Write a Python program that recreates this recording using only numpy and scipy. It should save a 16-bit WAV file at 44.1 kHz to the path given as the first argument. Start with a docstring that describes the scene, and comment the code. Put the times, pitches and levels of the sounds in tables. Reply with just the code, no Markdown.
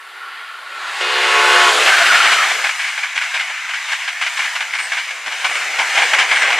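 """An electric train runs past at speed, a few metres from the listener: noise layers roar, roll and hiss.
Far off the rails sing in narrow noise bands; a five-bell horn, built from sines, sags in pitch as it nears.
The locomotive roars by with a falling howl, then coaches roll past in swells, one for each pair of bogies.
Wheels clatter over rail joints as short noise bursts with ringing rims, and thin falling whistles pass."""
import sys
import numpy as np
from scipy import signal
from scipy.fft import rfft, irfft, next_fast_len
from scipy.io import wavfile
from scipy.ndimage import uniform_filter1d, map_coordinates

SR = 44100
rng = np.random.default_rng(int(sys.argv[2]) if len(sys.argv) > 2 else 0)


def put_to_file(sound):
    """Save the sound as 16-bit audio at rate SR, in the file named by the first command-line argument."""
    columns = np.atleast_2d(sound).T  # one column per channel
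    safe = np.clip(columns, -1, 1)
    whole_steps = np.round(safe * 32767)
    wavfile.write(sys.argv[1], SR, whole_steps.astype(np.int16))


N = 290751

# The running train between wheel blows, before swells and trims.
# Each row: time in seconds, rush in dB, low body in dB, hiss in dB.
TRAIN_LEVELS = [(0, -42, -71, -73), (0.35, -35.5, -65, -58), (0.65, -37.5, -60, -51.5),
                (0.86, -28.5, -50.5, -38.5), (1.02, -25.5, -56, -33), (1.2, -18.5, -46, -28.5),
                (1.62, -15, -39, -21.5), (1.74, -17, -34, -21.5), (1.87, -13.5, -35.5, -23.5),
                (2.33, -13.5, -44, -26.5), (2.6, -20.5, -44.5, -31), (2.77, -25, -69, -35),
                (3.6, -25, -69, -39.5), (4.12, -25, -67.5, -38), (4.42, -25.5, -61.5, -34.5),
                (5.22, -27, -57.5, -39.5), (5.65, -21, -47, -32), (6.3, -17, -41.5, -31.5),
                (6.59, -19.5, -41.5, -37.5)]
# Singing wheel rims within the rolling noise, before the rush level. 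Each row: time in seconds, level in dB.
RIM_SONG_LEVELS = [(5.2, -10.5), (5.6, -8)]

# Noise colours, made rms 1 before use. Each row: frequency in Hz, relative level in dB per Hz.
FAR_ROAR_COLOUR = [(150, -43), (300, -26.5), (430, -19), (560, -25), (760, -5), (980, -2.5), (1400, -1),
                   (1800, 1.5), (2800, -4), (3900, -9), (4900, -14), (6500, -51)]
LOCO_ROAR_COLOUR = [(250, -30.5), (420, -14.5), (522, -38), (566, -17), (613, -24), (695, -8.5), (780, -14),
                    (1110, -3.5), (1520, 1.5), (1860, -0.5), (3120, -5), (3580, -10), (6500, -26),
                    (8450, -27), (14300, -120)]
ROLLING_COLOUR = [(260, -66), (450, -64), (651, -13.5), (711, -14.5), (1010, -7), (1290, -6.5),
                  (1420, -3.5), (1610, -0.5), (1820, -1), (2100, 1.5), (2720, -5.5), (2970, -4.5),
                  (3220, -8.5), (4600, -18.5), (6500, -16.5), (8450, -26), (14300, -120)]
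BODY_COLOUR = [(100, -44), (190, -35), (280, -6.5), (400, 1.5), (560, 8), (800, 12.5), (1500, -32)]  # the car bodies' low roar
AHEAD_HISS_COLOUR = [(3500, 4), (4700, 1), (5700, -3), (6800, -1), (8400, -5), (11000, -14), (13500, -27),
                     (15500, -51)]  # the hiss while the train is still ahead
BESIDE_HISS_COLOUR = [(2470, 1), (4200, 6.5), (5890, 4.5), (8220, 2), (12500, -13), (15500, -38)]
LOW_NOISE_COLOUR = [(20, -3), (130, -2), (300, 0), (600, -34)]  # faint low noise that comes up when the train is loud
BLOW_COLOUR = [(260, -41), (450, -60), (673, -15.5), (1040, -6), (1300, -5.5), (1640, 5), (1840, -2.5),
               (2190, 4.5), (2600, -3), (2920, -1.5), (3780, -9.5), (4120, -12), (7880, -21.5),
               (11000, -35), (14000, -72)]  # the steely crack of wheel on joint
THUD_COLOUR = [(120, -54), (250, -10.5), (450, -10.5), (650, 7), (800, 12.5), (1100, 7.5), (2200, -43)]
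SPIT_COLOUR = [(1300, 0), (3500, 2), (8500, -16), (14000, -48)]  # air as the horn's valve opens
FLOOR_COLOUR = [(60, -26), (300, -8), (6000, 2.5), (10000, 2.5), (13000, -4), (15500, -25)]  # the faint steady hiss under everything

# Resonances of the rails far ahead, and of the coach wheels' rims.
# Each row: frequency in Hz, distance from it to half amplitude in Hz, relative level in dB.
RAIL_MODES = [(1106, 35, -14), (1356, 32, -8.5), (1453, 24, -9), (1790, 93, -19.5)]
RIM_MODES = [(1570, 42, -18), (2100, 48, -19), (2230, 185, 13.5), (2980, 76, -4.5)]

# Stereo width of the noise. Each row: frequency in Hz, side minus mid in dB.
STEREO_WIDTH = [(60, -11), (350, -60), (900, -60), (1300, -38), (2400, -28), (4500, -14), (8500, -3),
                (12000, 6)]
# Stereo balance. Each row: frequency in Hz, left minus right in dB.
STEREO_LEAN = [(1700, 0), (2400, 1.5), (3400, 1.2), (4800, 2.6), (7000, 1.2), (9500, 1.6), (13000, -1.2)]
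# Stereo phase. Each row: frequency in Hz, lead of the right ear in radians.
RIGHT_EAR_LEAD = [(4000, 0), (6300, 0.79), (8500, 0.24), (11000, 0.56)]

# The horn's bells as heard from far ahead. Each row: pitch in Hz, then harmonics 1 to 7 in dB.
HORN_BELLS = [(367, -34.5, -34, -22, -24.5, -29, -34, -40), (436.4, -31.5, -25.5, -28, -26, -28, -47, -30),
              (504.4, -30, -25, -23, -26.5, -25, -36, -39), (576, -33, -30, -31, -35, -32, -38, -44),
              (704.6, -30.5, -27.5, -28, -25.5, -32, -37, -41)]
# Horn blasts, the first one faint, before distance gain.
# Each row: start in seconds, end in seconds, level in dB.
HORN_BLASTS = [(0, 0.273, -21), (1.001, 1.691, 1)]
# Wheels striking the rail joints, mostly in pairs as a bogie's two axles cross. Each row: start in
# seconds, relative level in dB, length of the rattle in seconds, thud relative to the blow in dB.
WHEEL_STRIKES = [(1.87, 1, .035, -15), (2.057, -9.5, 0.04, -12), (2.12, -3, 0.025, -11),
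                 (2.257, -3, 0.047, -14), (2.319, 1.5, 0.028, -19), (2.455, -9, 0.021, -10),
                 (2.511, -11, 0.012, -6), (2.64, -3.5, 0.044, -17.5), (2.69, -8.5, .028, -25),
                 (2.793, -7.5, 0.043, -34), (2.843, -10.5, 0.052, -24), (2.885, -13, .018, -29),
                 (2.977, -7.5, 0.026, -20), (3.029, -7.5, 0.034, -25), (3.154, -5.5, 0.023, -22),
                 (3.175, -6.5, 0.018, -31), (3.212, -8.5, 0.065, -31), (3.341, -4, 0.039, -22),
                 (3.393, -6.5, 0.04, -24), (3.496, -12.5, 0.025, -13.5), (3.689, -12.5, 0.041, -31),
                 (3.736, -7.5, 0.029, -35), (3.885, -10, 0.059, -29), (3.918, -9, 0.039, -32),
                 (4.076, -6, 0.034, -30), (4.212, -4, 0.044, -23.5), (4.263, -6.5, 0.026, -27),
                 (4.368, -7, 0.028, -37), (4.391, -7.5, 0.06, -25), (4.44, -9.5, 0.047, -19),
                 (4.551, -6, 0.031, -20), (4.605, -7, 0.028, -21.5), (4.733, -6.5, 0.038, -27),
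                 (4.786, -8.5, 0.028, -27), (4.917, -5.5, 0.037, -21), (4.968, -6.5, 0.044, -24),
                 (5.105, -9, .018, -31), (5.26, -8, 0.034, -14.5), (5.314, -11.5, 0.038, -18),
                 (5.444, -2, 0.032, -17), (5.494, -10.5, 0.032, -11.5), (5.554, -5.5, 0.0087, -27),
                 (5.612, -9, 0.015, -14), (5.785, -2, 0.046, -12.5), (5.95, -2.5, 0.028, -19),
                 (5.973, -2.5, 0.05, -11.5), (6.02, -6.5, 0.024, -11), (6.133, 2, 0.02, -15.5),
                 (6.185, 0.5, 0.053, -18.5), (6.311, 0, 0.031, -15.5), (6.358, -4, 0.031, -24),
                 (6.419, -1, 0.021, -24), (6.468, -5.5, 0.027, -30), (6.503, 0, 0.011, -13),
                 (6.522, -3.5, 0.035, -18), (6.583, -3, 0.0099, -12)]
# Howl swells of the locomotive's running gear.
# Each row: loudest moment in seconds, level in dB, time from it to 1/e in seconds.
HOWL_SWELLS = [(1.935, -11, 0.028), (2.11, -15, 0.01), (2.155, -16, 0.026), (2.204, -14, .016),
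               (2.39, -13.5, 0.026)]
# Thin falling whistles from passing bogies. Each row: loudest moment in seconds, level in dB,
# time from it to 1/e in seconds, pitch at the loudest in Hz.
BOGIE_WHISTLES = [(4.83, -35, 0.049, 8430), (5.545, -40, 0.088, 8450), (6.04, -38, 0.05, 8500),
                  (6.378, -37, 0.083, 8650)]

SPEED_M_S = 49.5
# when the first coach reaches the rail joints, and the time each coach takes to go by
FIRST_COACH_S, COACH_S = 2.273, 0.525
# swell peak after the front bogie meets the first joint, and dB per unit of swell
SWELL_LAG_S, SWELL_RUSH_DB, SWELL_HISS_DB = 0.048, 0.76, 2
# depth of drifting patches: distant roar and air hiss, rolling wheels, low noise
SMOOTH_PATCHY_DB, ROLLING_PATCHY_DB, LOW_NOISE_PATCHY_DB = 1.2, 2.1, 6
# how hard rough treads shake the lower bands: under the locomotive, under the coaches
LOCO_SHAKE_DB, COACH_SHAKE_DB = 1.7, 0.6
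LOW_NOISE_BASE_DB = -54  # low noise level when the rush is at -9.5 dB

# when the horn draws level, and how far away it is then
HORN_PASS_S, TRACK_M = 1.92, 4.2
HORN_NEARING_DB = 13  # gain for a tenfold shorter distance
HORN_ATTACK_S, HORN_RELEASE_S = 0.011, 0.035
HORN_BEAM_DB_PER_KHZ = 15  # the bells beam their treble forward: its loss when heard side-on
HORN_ECHO_S, HORN_ECHO_DB, HORN_ECHO_DULL_DB_PER_KHZ = 0.13, -2.5, 9  # off the trackside
SPIT_DB, SPIT_S = -19.5, 0.032  # level and decay time
BRASS_DB, BRASS_FALL_DB_PER_KHZ = -33.5, 6  # the harmonics above the seventh; they fall from 3 kHz
HORN_FLUTTER_DB = 2.2
HORN_SCATTER_RAD = 0.45  # phase scatter, times kHz + 0.5 (at most 2)
# from afar the ground's echo cancels the middle harmonics, until the dip fills in between two times
GROUND_DIP_DB, GROUND_DIP_HZ, GROUND_DIP_OCTAVES = 10, 1180, 1
GROUND_FILL_S = (1.255, 1.35)

STRIKE_ATTACK_S, CHATTER_DB, THUD_PATCHY_DB = 0.001, 1.4, 0.8
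THUMP_DB, THUMP_PATCHY_DB = -70, 4  # faint low thump under hard blows
HOWL_HZ, HOWL_FALL_HZ_PER_S = 1548, 480  # pitch at the first swell, and its fall
WHISTLE_WIDTH_HZ = 420
TOP_HZ = 15650


def amp(db):
    """Decibels to gain."""
    return 10 ** (np.asarray(db) / 20)


def unit(x):
    """Scaled to rms 1."""
    return x / np.sqrt(np.mean(x ** 2) + 1e-20)


def along(points, hz):
    """(Hz, value) points joined on a log frequency axis."""
    f, v = np.transpose(points)
    return np.interp(np.log(hz + 1), np.log(f + 1), v)


def clock():
    """The time of each sample in seconds."""
    return np.arange(N) / SR


def curves(rows):
    """One value per sample for each column after the time."""
    s, *columns = np.transpose(rows)
    return [np.interp(clock(), s, column) for column in columns]


def wobble(rate):
    """A smooth random curve with rate knots a second."""
    return map_coordinates(rng.standard_normal(2048), [clock() * rate + 2], mode="wrap")


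def filtered(x, response):
    """x filtered by a response given as a function of frequency."""
    m = next_fast_len(N + 8192)
    spectrum = rfft(x, m) * response(np.fft.rfftfreq(m, 1 / SR))
    return irfft(spectrum, m)[..., :N]


def shaped(colour):
    """The response of (Hz, dB) points, falling away below the first."""
    return lambda hz: amp(along(colour, hz)) * np.minimum(hz / colour[0][0], 1) ** 2


def resonant(modes):
    """The response of a set of resonances with steep skirts."""
    def response(hz):
        total = 0
        for centre, width, db in modes:
            detuning = (hz ** 2 - centre ** 2) / (2 * width)
            total = total + amp(db) * hz ** 2 / (hz ** 2 + detuning ** 2)
        return total
    return response


def rush(response, patchy_db):
    """Stereo noise, its mid at rms 1, with gain drifting in patches; STEREO_WIDTH parts the ears."""
    z = signal.stft(rng.standard_normal((2, N)), nperseg=1024)[2]
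    field = rng.standard_normal(z.shape[1:])
    field = uniform_filter1d(field, size=5, axis=0)  # smooth over frequency
    field = uniform_filter1d(field, size=7, axis=1)  # and over time
    pair = signal.istft(z * amp(patchy_db * unit(field)), nperseg=1024)[1][:, :N]

    def mid_side_response(hz):
        return response(hz) * np.array([np.ones_like(hz), amp(along(STEREO_WIDTH, hz))])

    mid, side = filtered(pair, mid_side_response)
    return np.array([mid + side, mid - side]) / np.std(mid)


def handover(start, end):
    """Equal-power gains of a source that leaves and one that arrives."""
    progress = np.clip((clock() - start) / max(end - start, 0.01), 0, 1)
    turn = np.pi / 2 * progress
    return np.cos(turn), np.sin(turn)


def band(centre_hz, width_hz):
    """Narrow noise of rms 1 around a fixed or moving centre."""
    slow = filtered(rng.standard_normal((2, N)), lambda hz: 1 / (1 + (hz / width_hz) ** 2))
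    phase = 2 * np.pi * np.cumsum(centre_hz * np.ones(N)) / SR
    return unit(slow[0] * np.cos(phase) + slow[1] * np.sin(phase))


def swells():
    """0.5 while bogies go by; after the first coach, a short lull to -1.5 under each coach's middle."""
    cycles = (clock() - SWELL_LAG_S - FIRST_COACH_S) / COACH_S
    return 0.5 - 2 * (cycles > 1) * np.sin(np.pi * cycles) ** 4


def running_noise():
    """Wheels, air and car bodies roar: first far off, then from the locomotive, then from the coaches."""
    rush_db, body_db, hiss_db = curves(TRAIN_LEVELS)
    rim_db, = curves(RIM_SONG_LEVELS)
    swell = swells()
    rush_db = rush_db + SWELL_RUSH_DB * swell
    hiss_db = hiss_db + SWELL_HISS_DB * swell
    far, arrived = handover(1.12, 1.36)
    leaving, coaches = handover(2.11, 2.84)
    ahead, beside = handover(1.81, 1.86)

    distant = amp(2.0) * far * rush(shaped(FAR_ROAR_COLOUR), patchy_db=SMOOTH_PATCHY_DB)
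    roar = amp(0.5) * arrived * leaving * rush(shaped(LOCO_ROAR_COLOUR), patchy_db=1.5)
    treads = rush(shaped(ROLLING_COLOUR), patchy_db=ROLLING_PATCHY_DB)
    rims = amp(rim_db) * rush(resonant(RIM_MODES), patchy_db=2.0)
    rolling = coaches * (treads + rims)
    body = amp(body_db + 9.5) * rush(shaped(BODY_COLOUR), patchy_db=2.5)

    # close by, rough treads shake the lower bands together
    shake_db = LOCO_SHAKE_DB * beside * leaving ** 2 + COACH_SHAKE_DB * coaches ** 2
    shake = amp(shake_db * wobble(75))

    hiss_ahead = ahead * rush(shaped(AHEAD_HISS_COLOUR), patchy_db=SMOOTH_PATCHY_DB)
    hiss_beside = beside * rush(shaped(BESIDE_HISS_COLOUR), patchy_db=SMOOTH_PATCHY_DB)
    hiss = amp(hiss_db + 0.5) * (hiss_ahead + hiss_beside)

    # faint low noise that comes up when the train is loud: 2 dB for each dB of rush
    low_gain = arrived * amp(LOW_NOISE_BASE_DB + 2 * (rush_db + 9.5))
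    low_noise = low_gain * rush(shaped(LOW_NOISE_COLOUR), patchy_db=LOW_NOISE_PATCHY_DB)
    return shake * (amp(rush_db) * (distant + roar + rolling) + body) + hiss + low_noise


def rail_song(level_db=-38.5, growth_db=6.0):
    """Rails carry narrow, wavering tones far ahead of the train, growing by growth_db a second."""
    far, _ = handover(1, 1.2)
    gain = far * amp(level_db + growth_db * clock() + 1.6 * wobble(11.9))
    return gain * rush(resonant(RAIL_MODES), patchy_db=0.5)


def horn_chord(doppler, dull_db_per_khz):
    """Five reed bells, hollow from afar and fuller close by; turbulent air makes short waves waver most."""
    chord = np.zeros(N)
    span = clock() < HORN_PASS_S
    t = clock()[span]
    dull = dull_db_per_khz[span]

    def waver(rate):
        coarse = t[::64]
        knots = rng.standard_normal(256)
        return np.interp(t, coarse, map_coordinates(knots, [coarse * rate], mode="wrap"))

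    afar = np.interp(t, GROUND_FILL_S, [1, 0])
    for pitch, *harmonics in HORN_BELLS:
        heard_hz = pitch * doppler[span] * (1 + 0.0014 * waver(25.0))
        phase = 2 * np.pi * np.cumsum(heard_hz) / SR
        for k in range(1, int(7500 / pitch) + 1):
            khz = k * pitch / 1000
            brass_db = BRASS_DB - BRASS_FALL_DB_PER_KHZ * max(khz - 3, 0)
            db = harmonics[k - 1] if k <= len(harmonics) else brass_db
            octaves = np.log2(k * pitch / GROUND_DIP_HZ)
            db = db - GROUND_DIP_DB * afar * np.exp(-(octaves / GROUND_DIP_OCTAVES) ** 2)
            depth_db = min(4 * khz, 2.3)
            flicker_db = depth_db * waver(13.05) + HORN_FLUTTER_DB * waver(55.27)
            scatter = HORN_SCATTER_RAD * min(khz + 0.5, 2) * waver(28)
            tone = np.sin(k * phase + scatter + rng.uniform(0, 2 * np.pi))
            chord[span] += amp(db - dull * khz + flicker_db) * tone
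    return np.sqrt(2) * chord


def horn():
    """The chord grows as it nears, and sags as its path turns sideways; the trackside answers."""
    t = clock()
    ahead_m = SPEED_M_S * (HORN_PASS_S - t)
    distance_m = np.hypot(ahead_m, TRACK_M)
    mach = SPEED_M_S / 343
    doppler = (1 - mach) / (1 - mach * ahead_m / distance_m)  # 1 from far ahead

    blown = np.zeros(N)
    for start, end, db in HORN_BLASTS:
        attack = np.clip((t - start) / HORN_ATTACK_S, 0, 1)
        release = np.exp(-np.maximum(t - end, 0) / HORN_RELEASE_S)
        blown += amp(db) * attack * release
    gain = blown * amp(-0.5 - HORN_NEARING_DB * np.log10(distance_m / 20))
    dull = HORN_BEAM_DB_PER_KHZ * (TRACK_M / distance_m) ** 2

    since = t - HORN_BLASTS[-1][0]  # only the last blast spits
    spit_gain = amp(SPIT_DB) * np.clip(since / HORN_ATTACK_S, 0, 1) * np.exp(-np.abs(since) / SPIT_S)
    spit = spit_gain * rush(shaped(SPIT_COLOUR), patchy_db=1)

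    direct = gain * horn_chord(doppler, dull)
    echo = gain * horn_chord(doppler, dull + HORN_ECHO_DULL_DB_PER_KHZ)
    late_echo = np.pad(echo, (round(HORN_ECHO_S * SR), 0))[:N]
    return direct + spit + amp(HORN_ECHO_DB) * late_echo


def clatter():
    """Wheels crack on the joints; bogies rattle briefly, rims ring on, a faint low thump under hard blows."""
    blows, thuds, rings = np.zeros(N), np.zeros(N), np.zeros(N)
    for s, db, length, thud_db in WHEEL_STRIKES:
        start = min(round(s * SR), N)
        t = np.arange(min(SR // 4, N - start)) / SR
        here = slice(start, start + len(t))
        rise = amp(db) * (1 - np.exp(-t / STRIKE_ATTACK_S))
        burst = 0.9 * np.exp(-(t / length) ** 3) + 0.18 * np.exp(-t / 0.04)
        rattle = burst + 0.2 * np.exp(-t / 0.00088)
        blows[here] += rise * rattle
        thuds[here] += rise * rattle * amp(thud_db)
        rings[here] += rise * np.exp(-t / 0.039)
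    chatter = amp(CHATTER_DB * wobble(300))  # loose parts knock many times within one blow
    steel = amp(-13.5) * blows * rush(shaped(BLOW_COLOUR), patchy_db=1.0)
    thud = amp(-7.5) * thuds * rush(shaped(THUD_COLOUR), patchy_db=THUD_PATCHY_DB)
    low_noise = rush(lambda hz: 1 / (1 + (hz / 150) ** 4), patchy_db=THUMP_PATCHY_DB)
    thump = amp(THUMP_DB) * blows ** 1.5 * low_noise
    ringing = amp(-18.5) * rings * rush(resonant(RIM_MODES), patchy_db=3.5)
    return chatter * (steel + thud) + thump + ringing


def howl():
    """The locomotive's running gear howls in a narrow falling band, with a brief lower hoot."""
    t = clock()
    centre_hz = HOWL_HZ - HOWL_FALL_HZ_PER_S * np.clip(t - HOWL_SWELLS[0][0], -1, 1)
    level = sum(amp(db) * np.exp(-((t - s) / length) ** 2) for s, db, length in HOWL_SWELLS)
    hoot_level = amp(-23.0) * np.exp(-((t - 2.015) / 0.027) ** 2)
    hoot = hoot_level * band(0.45 * centre_hz, width_hz=24)
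    return level * band(centre_hz, width_hz=52) + hoot


def whistles(fall=0.96):
    """Each whistle swells and drops in pitch as its bogie goes by; fall is the share lost a second."""
    out = np.zeros(N)
    for s, db, length, hz in BOGIE_WHISTLES:
        t = np.clip(clock() - s, -0.4, 0.4)
        out += amp(db) * np.exp(-(t / length) ** 2) * band(hz * (1 - fall * t), WHISTLE_WIDTH_HZ)
    return out


def placed(train):
    """The image is narrow while the train is ahead and opens as it draws alongside."""
    ears = np.array([[0.5], [-0.5]])

    def ear_response(hz):
        lean = amp(ears * along(STEREO_LEAN, hz))
        return lean * np.exp(-1j * ears * along(RIGHT_EAR_LEAD, hz))

    left, right = filtered(train, ear_response)
    opening = amp(np.interp(clock(), [1.5, 2.1], [-17, 0]))
    return (left + right) / 2 + ears * opening * (left - right)


def scene():
    """The whole train over a faint steady hiss."""
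    train = running_noise() + rail_song() + horn() + clatter() + howl() + whistles()
    return placed(train) + amp(-52.0) * rush(shaped(FLOOR_COLOUR), patchy_db=0.5)


def record(dry):
    """Rounds off the highest peaks, then cuts everything from TOP_HZ up."""
    top = 0.98
    rounded = dry / (1 + np.abs(dry / top) ** 8) ** (1 / 8)
    return filtered(rounded, lambda hz: hz < TOP_HZ)


dry = scene()
out = record(dry)
put_to_file(out)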